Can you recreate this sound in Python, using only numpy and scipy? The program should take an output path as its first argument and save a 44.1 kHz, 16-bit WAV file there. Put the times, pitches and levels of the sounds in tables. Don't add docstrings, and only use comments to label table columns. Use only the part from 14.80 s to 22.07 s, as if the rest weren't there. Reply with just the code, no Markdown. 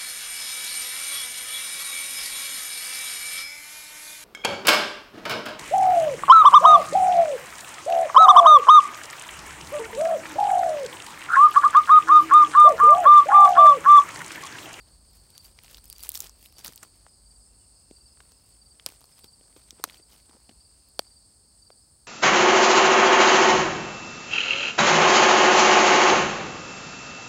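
import sys
import numpy as np
from scipy import signal
from scipy.fft import rfft, irfft
from scipy.io import wavfile
from scipy.ndimage import uniform_filter1d

SR = 44100
rng = np.random.default_rng(int(sys.argv[2]) if len(sys.argv) > 2 else 0)


def wrap_up_sound(samples):
    columns = np.atleast_2d(samples).T
    tamed = np.clip(columns, -1, 1)
    steps = np.round(tamed * 32767).astype(np.int16)
    wavfile.write(sys.argv[1], SR, steps)


N = 320585
T = np.arange(N) / SR

# (f/Hz, width/Hz, level/dB)
BRANCH_MODES = [(650, 430, 1), (1325, 710, 26.5), (1940, 1200, -21)]
TREBLE_DB, LOW_DB = -3.5, -3


def undb(db):
    return 10 ** (np.asarray(db) / 20)


def unit(x):
    return x / np.sqrt(np.mean(x ** 2))


def ring(x, hz, width_hz):
    return signal.lfilter(*signal.iirpeak(hz, hz / width_hz, fs=SR), x)


def ring_twice(x, hz, width_hz):
    return ring(ring(x, hz, width_hz), hz, width_hz)


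def band(x, lo_hz, hi_hz):
    return signal.sosfilt(signal.butter(2, [lo_hz, hi_hz], "bandpass", fs=SR, output="sos"), x)


def walk(rate):
    hold = int(SR / rate)
    steps = np.repeat(rng.standard_normal(N // hold + 1), hold)
    return 1.356 * uniform_filter1d(uniform_filter1d(steps, hold), hold)[:N]


def add(out, s, sound, db):
    i = int(s * SR)
    out[i:i + len(sound)] += (undb(db) * sound / np.abs(sound).max())[:N - i]


def tear(noise, ms, tail_db):
    t_ms = np.arange(len(noise)) / SR * 1000
    breaking = np.minimum(t_ms / 0.16, 1) * np.exp(-(t_ms / max(ms, .2)) ** 2)
    tail = np.minimum(t_ms / 3.2, 1) * np.exp(-t_ms / 3.2)
    return noise * (breaking + undb(tail_db) * tail)


def jolt(push, size):
    return push + size * (np.arange(len(push)) == 8)


def branch(push):
    return sum(undb(db) * ring(push, hz, width_hz) for hz, width_hz, db in BRANCH_MODES)


def snaps():
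    # (t/s, stub f/Hz, stub level/dB, lower splinter f/Hz,
    # its level/dB, upper splinter f/Hz, its level/dB, treble level/dB, tearing time/ms)
    snap_rows = [(4.0623, 540, -29, 3130, -26.5, 5100, -15.5, -11, 0.74),
                 (5.0397, 1070, -14, 4150, -19.5, 6650, -14, -10, 0.53),
                 (6.1922, 595, -14.5, 3560, -20, 4570, -12, -17.5, 1.35)]
    branch_db = -7
    stub_lag_turns = 0.714
    out = np.zeros(N)
    for row, noise in zip(snap_rows, rng.standard_normal((len(snap_rows), 2048))):
        s, stub_hz, stub_db, lower_hz, lower_db, upper_hz, upper_db, treble_db, ms = row
        push = tear(noise, ms, -22.5)
        add(out, s, branch(jolt(push, 28)), stub_db + branch_db)
        stub = ring(ring(jolt(push, 35), stub_hz, 0.53 * stub_hz), stub_hz, 7.2 * stub_hz)
        add(out, s + stub_lag_turns / stub_hz, stub, stub_db)
        for hz, db in ((lower_hz, lower_db), (upper_hz, upper_db)):
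            splinter = ring(ring(jolt(push, 2.4), hz, 0.21 * hz), hz, 0.28 * hz)
            add(out, s, splinter, db)
        hiss = band(ring(push, 8500, 10500), 5030, 13000)
        add(out, s, hiss, treble_db)
    return out


def cracks():
    # (t/s, bark level/dB, bark f/Hz, treble level/dB, tearing time/ms)
    crack_rows = [(0.5038, -38.5, 6290, -39, 0.51), (0.579, -27, 6000, -33, 0.72),
                  (0.788, -33.5, 2750, -61, 1.8), (0.836, -43, 2880, -35, 0.81),
                  (0.8804, -42, 2260, -44, 0.73), (0.9456, -29.5, 3830, -50, 0.78),
                  (0.971, -35.5, 3530, -36, 0.78), (0.9817, -40, 4200, -46, 3.8),
                  (1.042, -44, 7110, -35, 0.91), (1.0553, -50, 7000, -33, 0.59),
                  (1.08, -58, 4650, -35, 0.42), (1.1001, -30, 5700, -21.5, 0.62),
                  (1.1273, -28, 5970, -26, 0.94), (1.163, -36, 4870, -38, 0.56),
                  (1.1825, -31, 5270, -29.5, 0.78), (1.194, -37, 4820, -38, 1.4),
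                  (1.206, -35, 3700, -30, 0.44), (1.2291, -40, 7190, -24, 0.86),
                  (1.235, -28, 3630, -24, 1.7), (1.2915, -21, 6230, -10.5, 0.71),
                  (1.3031, -29, 5020, -27, 0.44), (1.318, -29, 5230, -22, 1.1),
                  (1.342, -37, 6700, -23, 0.73), (1.3497, -25, 3870, -16, 0.25),
                  (1.354, -21, 5900, -22.5, 1.3), (1.3603, -29, 5210, -27, 0.8),
                  (1.3744, -24, 6630, -26, 1.15), (1.3917, -40, 7190, -30, 1.4),
                  (1.4041, -20, 6270, -15, 1.03), (1.4105, -28, 6300, -35, 0.7),
                  (1.421, -30, 5830, -30, 1.3), (1.47, -35, 7150, -48, 1.3), (1.495, -32, 7100, -53, 1.54),
                  (1.659, -36, 3770, -37, 1.6), (1.783, -33, 6840, -45, 1.6),
                  (1.7918, -33.5, 6160, -44, 1.4), (1.8461, -26.5, 3860, -20.5, 1.75),
                  (1.861, -26.5, 4840, -47, 2.2), (1.8672, -35.5, 4090, -29, 5.2),
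                  (1.879, -27.5, 6140, -44, 2.9), (1.9231, -41, 6290, -42, 3.7),
                  (1.934, -40.5, 3580, -37, 1.3), (1.9595, -38, 6010, -28, 0.7),
                  (1.9773, -30, 4400, -33, 0.41), (2.029, -32.5, 7060, -50, 5.8),
                  (3.9968, -37.5, 2800, -71, 2.1), (4.0885, -38, 2480, -29.5, 0.77),
                  (4.207, -50, 6640, -43, 1.9), (4.256, -52, 6240, -40, 0.5), (4.3947, -48, 3210, -41, 0.6),
                  (4.4438, -50, 4700, -35, 1.2), (4.907, -25.5, 4530, -37, 0.75),
                  (5.089, -41, 2840, -50, 0.8), (5.098, -31, 2640, -58, 0.82),
                  (5.1432, -39.5, 3200, -52, 2.3), (5.1706, -43.5, 3540, -46, 1.3),
                  (6.0878, -55, 3940, -41, 0.6)]
    wood_db, wood_db_per_doubling = -18.5, 7
    out = np.zeros(N)
    for row, noise in zip(crack_rows, rng.standard_normal((len(crack_rows), 1536))):
        s, bark_db, bark_hz, treble_db, ms = row
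        push = jolt(tear(noise, ms, -15.5), 1.01)
        add(out, s, band(push, 7300, 16000), treble_db)
        add(out, s, ring_twice(push, bark_hz, 1.03 * bark_hz), bark_db)
        add(out, s, branch(push), bark_db + wood_db + wood_db_per_doubling * np.log2(ms))
    return out


def knocks():
    # (t/s, click level/dB, thump level/dB, thump f/Hz, contact time/ms)
    knock_rows = [(1.885, -54, -44, 220, 16), (2.2655, -43, -40, 810, 1.4), (3.1112, -38, -37.5, 260, 1.4),
                  (3.404, -39.5, -42, 1120, 3.2), (4.611, -45.5, -48.5, 364, 2.7),
                  (4.764, -40, -41.5, 360, 7.9), (4.928, -59, -47.5, 240, 2.9),
                  (4.9978, -41, -41.5, 360, 3.8), (5.049, -50, -44, 370, 4.9), (5.076, -54, -46, 420, 5.6),
                  (5.196, -49, -50.5, 400, 7.9), (5.495, -41, -46.5, 247, 4.5),
                  (5.549, -63, -47.5, 179, 7.6), (5.566, -55, -52, 500, 6.4), (5.693, -37, -41, 308, 4.9),
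                  (5.712, -45, -49, 306, 3.1), (3.373, -55, -52, 1300, 1), (6.267, -58, -58, 900, 4.6),
                  (6.9035, -41, -39.5, 660, 1.3)]
    out = np.zeros(N)
    for row, noise in zip(knock_rows, rng.standard_normal((len(knock_rows), 2048))):
        s, click_db, thump_db, wood_hz, ms = row
        push = jolt(tear(noise, ms, -15), 8.8)
        add(out, s, ring_twice(push, wood_hz, 1.3 * wood_hz), thump_db)
        add(out, s, band(push, 330, 4800), click_db)
    return out


def grains(per_s, spread_db, ms):
    when, size = rng.random((2, N))
    size_db = np.minimum(-spread_db * np.log(size + 1e-9), 24)
    hits = (when < per_s / SR) * undb(size_db)
    fall = np.exp(-1000 / (ms * SR))
    return rng.standard_normal(N) * signal.lfilter([1], [1, -fall], hits)


def stirring():
    # (t/s, middle-range level/dB)
    stir_points = [(0.0, -94), (0.25, -69.5), (0.6, -69), (1.09, -65.5), (1.25, -62), (1.43, -52),
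                   (1.53, -70.5), (2.0, -67.5), (2.1, -68), (2.3, -79), (3.37, -79), (3.45, -69.5),
                   (3.8, -75), (4.04, -74), (4.1, -62), (4.45, -71), (4.5, -72), (4.9, -67.5), (4.97, -76),
                   (5.1, -54), (5.25, -79), (5.45, -73.5), (5.6, -74.5), (7.27, -88)]
    # (t/s, middle-range level/dB, brightness/dB, swelling time/s, dying time/s)
    brush_rows = [(0.098, -64.5, -3, .04, 0.037), (0.369, -73, 12, 0.081, 0.039), (0.487, -71, 3, .02, .03),
                  (0.649, -60.5, 8.5, 0.034, .03), (0.854, -59.5, 2, 0.023, 0.015),
                  (0.914, -58.5, 4.5, 0.013, 0.18), (1.231, -53, 7.5, 0.042, 0.047),
                  (1.357, -48, 10, 0.018, 0.036), (1.409, -46, 5.5, 0.028, 0.035),
                  (1.652, -54, 9, 0.033, 0.025), (1.79, -51, 1.5, 0.019, 0.017),
                  (1.849, -39.5, 3.5, 0.0046, 0.026), (1.91, -60, -1, 0.018, 0.037),
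                  (2.034, -49, -1.5, 0.006, 0.018), (3.518, -60.5, -3, 0.029, 0.018),
                  (3.68, -67, 4.5, 0.095, 0.052), (4.066, -47, -1, 0.0017, 0.029),
                  (4.11, -73, -4, 0.023, 0.025), (4.206, -58.5, -2, .03, .02),
                  (4.29, -59, 0.5, 0.033, .035), (4.382, -57.5, 2, 0.029, 0.021),
                  (4.443, -51.5, 0.5, 0.0075, 0.011), (4.68, -72, -9, 0.056, .06),
                  (4.769, -62, 7, 0.013, 0.016), (5, -59.5, -8, 0.013, 0.018),
                  (5.042, -36.5, -1, 0.0021, 0.0084), (5.335, -53, 1, 0.026, 0.044),
                  (5.533, -62, -9, 0.033, 0.028), (6.196, -58.5, 0, .002, 0.044)]
    fade_db = 9
    stir = undb(np.interp(T, *np.transpose(stir_points)))
    power = np.outer(undb([TREBLE_DB, 0, LOW_DB]), stir) ** 2
    for s, db, bright_db, swell_s, fade_s in brush_rows:
        near = slice(max(int((s - 4 * swell_s) * SR), 0), int((s + 4 * fade_s) * SR))
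        away = np.maximum((T[near] - s) / fade_s, (s - T[near]) / swell_s)
        ranges = undb([TREBLE_DB + bright_db, 0, LOW_DB - bright_db])
        power[:, near] += np.outer(ranges, undb(db - fade_db * away)) ** 2
    return np.sqrt(power)


def rustle():
    ticks = unit(grains(300, 3, .7))
    gusts = undb(4.2 * walk(40))
    treble_scrape = unit(gusts * grains(1200, 3, .6))
    treble = unit(band(ticks + treble_scrape, 5500, 16000))
    middle_scrape = unit(gusts * grains(800, 3, 1.1))
    middle = unit(band(ticks + middle_scrape, 1700, 6500))
    low_scrape = unit(gusts * grains(600, 1.7, 3.9))
    low = unit(band(ticks + 0.8 * low_scrape, 100, 1620))
    return np.sum(stirring() * [treble, middle, low], axis=0)


def stroke(hz, ms):
    u = np.linspace(0, 1, int(ms * SR / 1000))
    swell = np.sin(np.pi * u ** 0.58) ** 1.3
    pitch_hz = hz * (1.012 - 0.049 * u ** 1.48)
    return swell * np.sin(2 * np.pi * np.cumsum(pitch_hz) / SR)


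def chirper(chirps, strokes_s, hz, wobble):
    out = np.zeros(N)
    chances = rng.standard_normal((len(chirps), len(strokes_s), 2))
    for (start, db), chance in zip(chirps, chances):
        for after, (pitch, size) in zip(strokes_s, chance):
            s = start + after
            if s > 0:
                sound = stroke(hz * (1 + wobble * pitch), 24.6)
                add(out, max(s - .003, 0), sound, db + 0.51 * size)
    return out


def crickets():
    # (t/s, level/dB)
    near_chirps = [(-0.092, -53.5), (0.5526, -51), (1.1094, -51.5), (1.7624, -55), (2.4623, -56.5),
                   (3.1637, -54.5), (3.8154, -54), (4.4354, -54), (5.13, -56), (6.2692, -54),
                   (6.8224, -52.5)]
    # (t/s, level/dB)
    short_chirps = [(5.806, -56.5)]
    # (t/s, level/dB)
    high_chirps = [(0.0383, -69), (0.29, -63), (1.066, -59), (1.6894, -64), (2.2902, -59), (2.62, -60),
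                   (2.9644, -60), (3.2794, -58), (3.5708, -61), (4.3246, -60), (5.2714, -65), (5.8944, -68),
                   (6.7464, -66), (6.98, -61)]
    near_strokes_s, near_hz = (0, .045, .096), 4670
    high_strokes_s, high_hz = (0, .042), 5080
    out = chirper(near_chirps, near_strokes_s, near_hz, 0.0024)
    out += chirper(short_chirps, near_strokes_s[:2], near_hz, .004)
    out += chirper(high_chirps, high_strokes_s, high_hz, 0.017)
    for when, pitch, size in rng.random((260, 3)):
        add(out, when * T[-1], stroke(4300 + 1000 * pitch, 26), -74 + 8 * size)
    echo = rng.standard_normal(4096) * np.exp(-np.arange(4096) / SR / .015)
    return out + undb(-35) * signal.fftconvolve(out, echo)[:N]


def trill(hz, width_hz, per_s, duty):
    phase = np.cumsum(per_s * (1 + 0.0089 * walk(2.6))) / SR % 1
    gate = np.sin(np.pi * np.minimum(phase / duty, 1))
    blur = unit(ring(rng.standard_normal(N), hz, width_hz))
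    tone = np.sin(2 * np.pi * hz * T) + .5 * blur
    return unit(gate * tone)


def trills():
    # (start t/s, end t/s, level/dB)
    low_bouts = [(1.45, 1.75, -80), (2.67, 3.78, -82.5), (5.62, 6.116, -84)]
    bouts = 0
    for start, end, db in low_bouts:
        bouts = bouts + undb(db) * np.clip(np.minimum(T - start, end - T) / 0.033, 0, 1)
    high = undb(-75) * trill(9820, 150, 44.2, .6)
    return high + bouts * trill(2710, 150, 63.5, 0.68)


def bird():
    length_s, hold_hz, drop_hz = 0.075, 2880, 260
    out = np.zeros(N)
    u = np.linspace(0, 1, int(length_s * SR))
    note = np.sin(2 * np.pi * np.cumsum(hold_hz + drop_hz * np.exp(-u / 0.25)) / SR)
    add(out, 2.788, np.sin(np.pi * u) ** 0.6 * note, -77)
    return out


def chorus():
    # (f/Hz, width/Hz, level before flicker/dB)
    humps = [(4540, 560, -68), (5100, 460, -73), (6640, 670, -80.5), (8427, 1230, -61.5),
             (9280, 220, -71.5)]
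    out = 0
    for hz, width_hz, db in humps:
        hump = ring_twice(rng.standard_normal(N), hz, width_hz)
        flicker_db = 1.2 * walk(25) + walk(1.5)
        out = out + undb(db + flicker_db) * unit(hump)
    return signal.sosfilt(signal.butter(12, 9900, fs=SR, output="sos"), out)


def air():
    # (f/Hz, relative level per Hz/dB)
    colour_points = np.array([(22, -35), (38, -10.5), (52, 2.5), (110, -10.5), (150, -13), (400, -21.5),
                              (900, -25), (1400, -30.5), (2300, -38), (6000, -37.5), (10500, -54),
                              (12000, -37.5), (15500, -37)])
    # (t/s, rumble level/dB, tyre roar level/dB)
    road = [(0.0, 3.5, 0.5), (7.27, -4, -2)]
    air_db = -61
    hz = np.maximum(np.arange(N // 2 + 1) * SR / N, 1)
    colour = undb(np.interp(np.log(hz), np.log(colour_points[:, 0]), colour_points[:, 1]))
    noise = rfft(rng.standard_normal(N)) * colour
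    rumble_share = 1 / (1 + (hz / 90) ** 4)
    hush_share = 1 / (1 + (1800 / hz) ** 4)
    rumble = irfft(noise * rumble_share, N)
    roar = irfft(noise * (1 - rumble_share - hush_share), N)
    hush = irfft(noise * hush_share, N)
    gain = undb(air_db) / np.std(rumble + roar + hush)
    s, rumble_db, roar_db = np.transpose(road)
    rumble_gain = undb(np.interp(T, s, rumble_db))
    roar_gain = undb(np.interp(T, s, roar_db))
    return gain * (rumble_gain * rumble + roar_gain * roar + hush)


def hum():
    level_db = np.interp(T, [0, 2.3, 3.4], [-66, -68, -74]) + 3.5 * walk(2.9)
    pitch_hz = 49 * (1 + 0.0386 * walk(4.6))
    return undb(level_db) * np.sin(2 * np.pi * np.cumsum(pitch_hz) / SR)


def scene():
    beak = snaps() + cracks() + knocks() + rustle()
    background = crickets() + trills() + bird() + chorus() + air() + hum()
    return (beak + background)[None]


def record(dry):
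    stepped = signal.sosfilt(signal.ellip(6, .2, 26, 15780, fs=SR, output="sos"), dry)
    return signal.sosfilt(signal.ellip(8, .2, 70, 16700, fs=SR, output="sos"), stepped)


dry = scene()
out = record(dry)
wrap_up_sound(out)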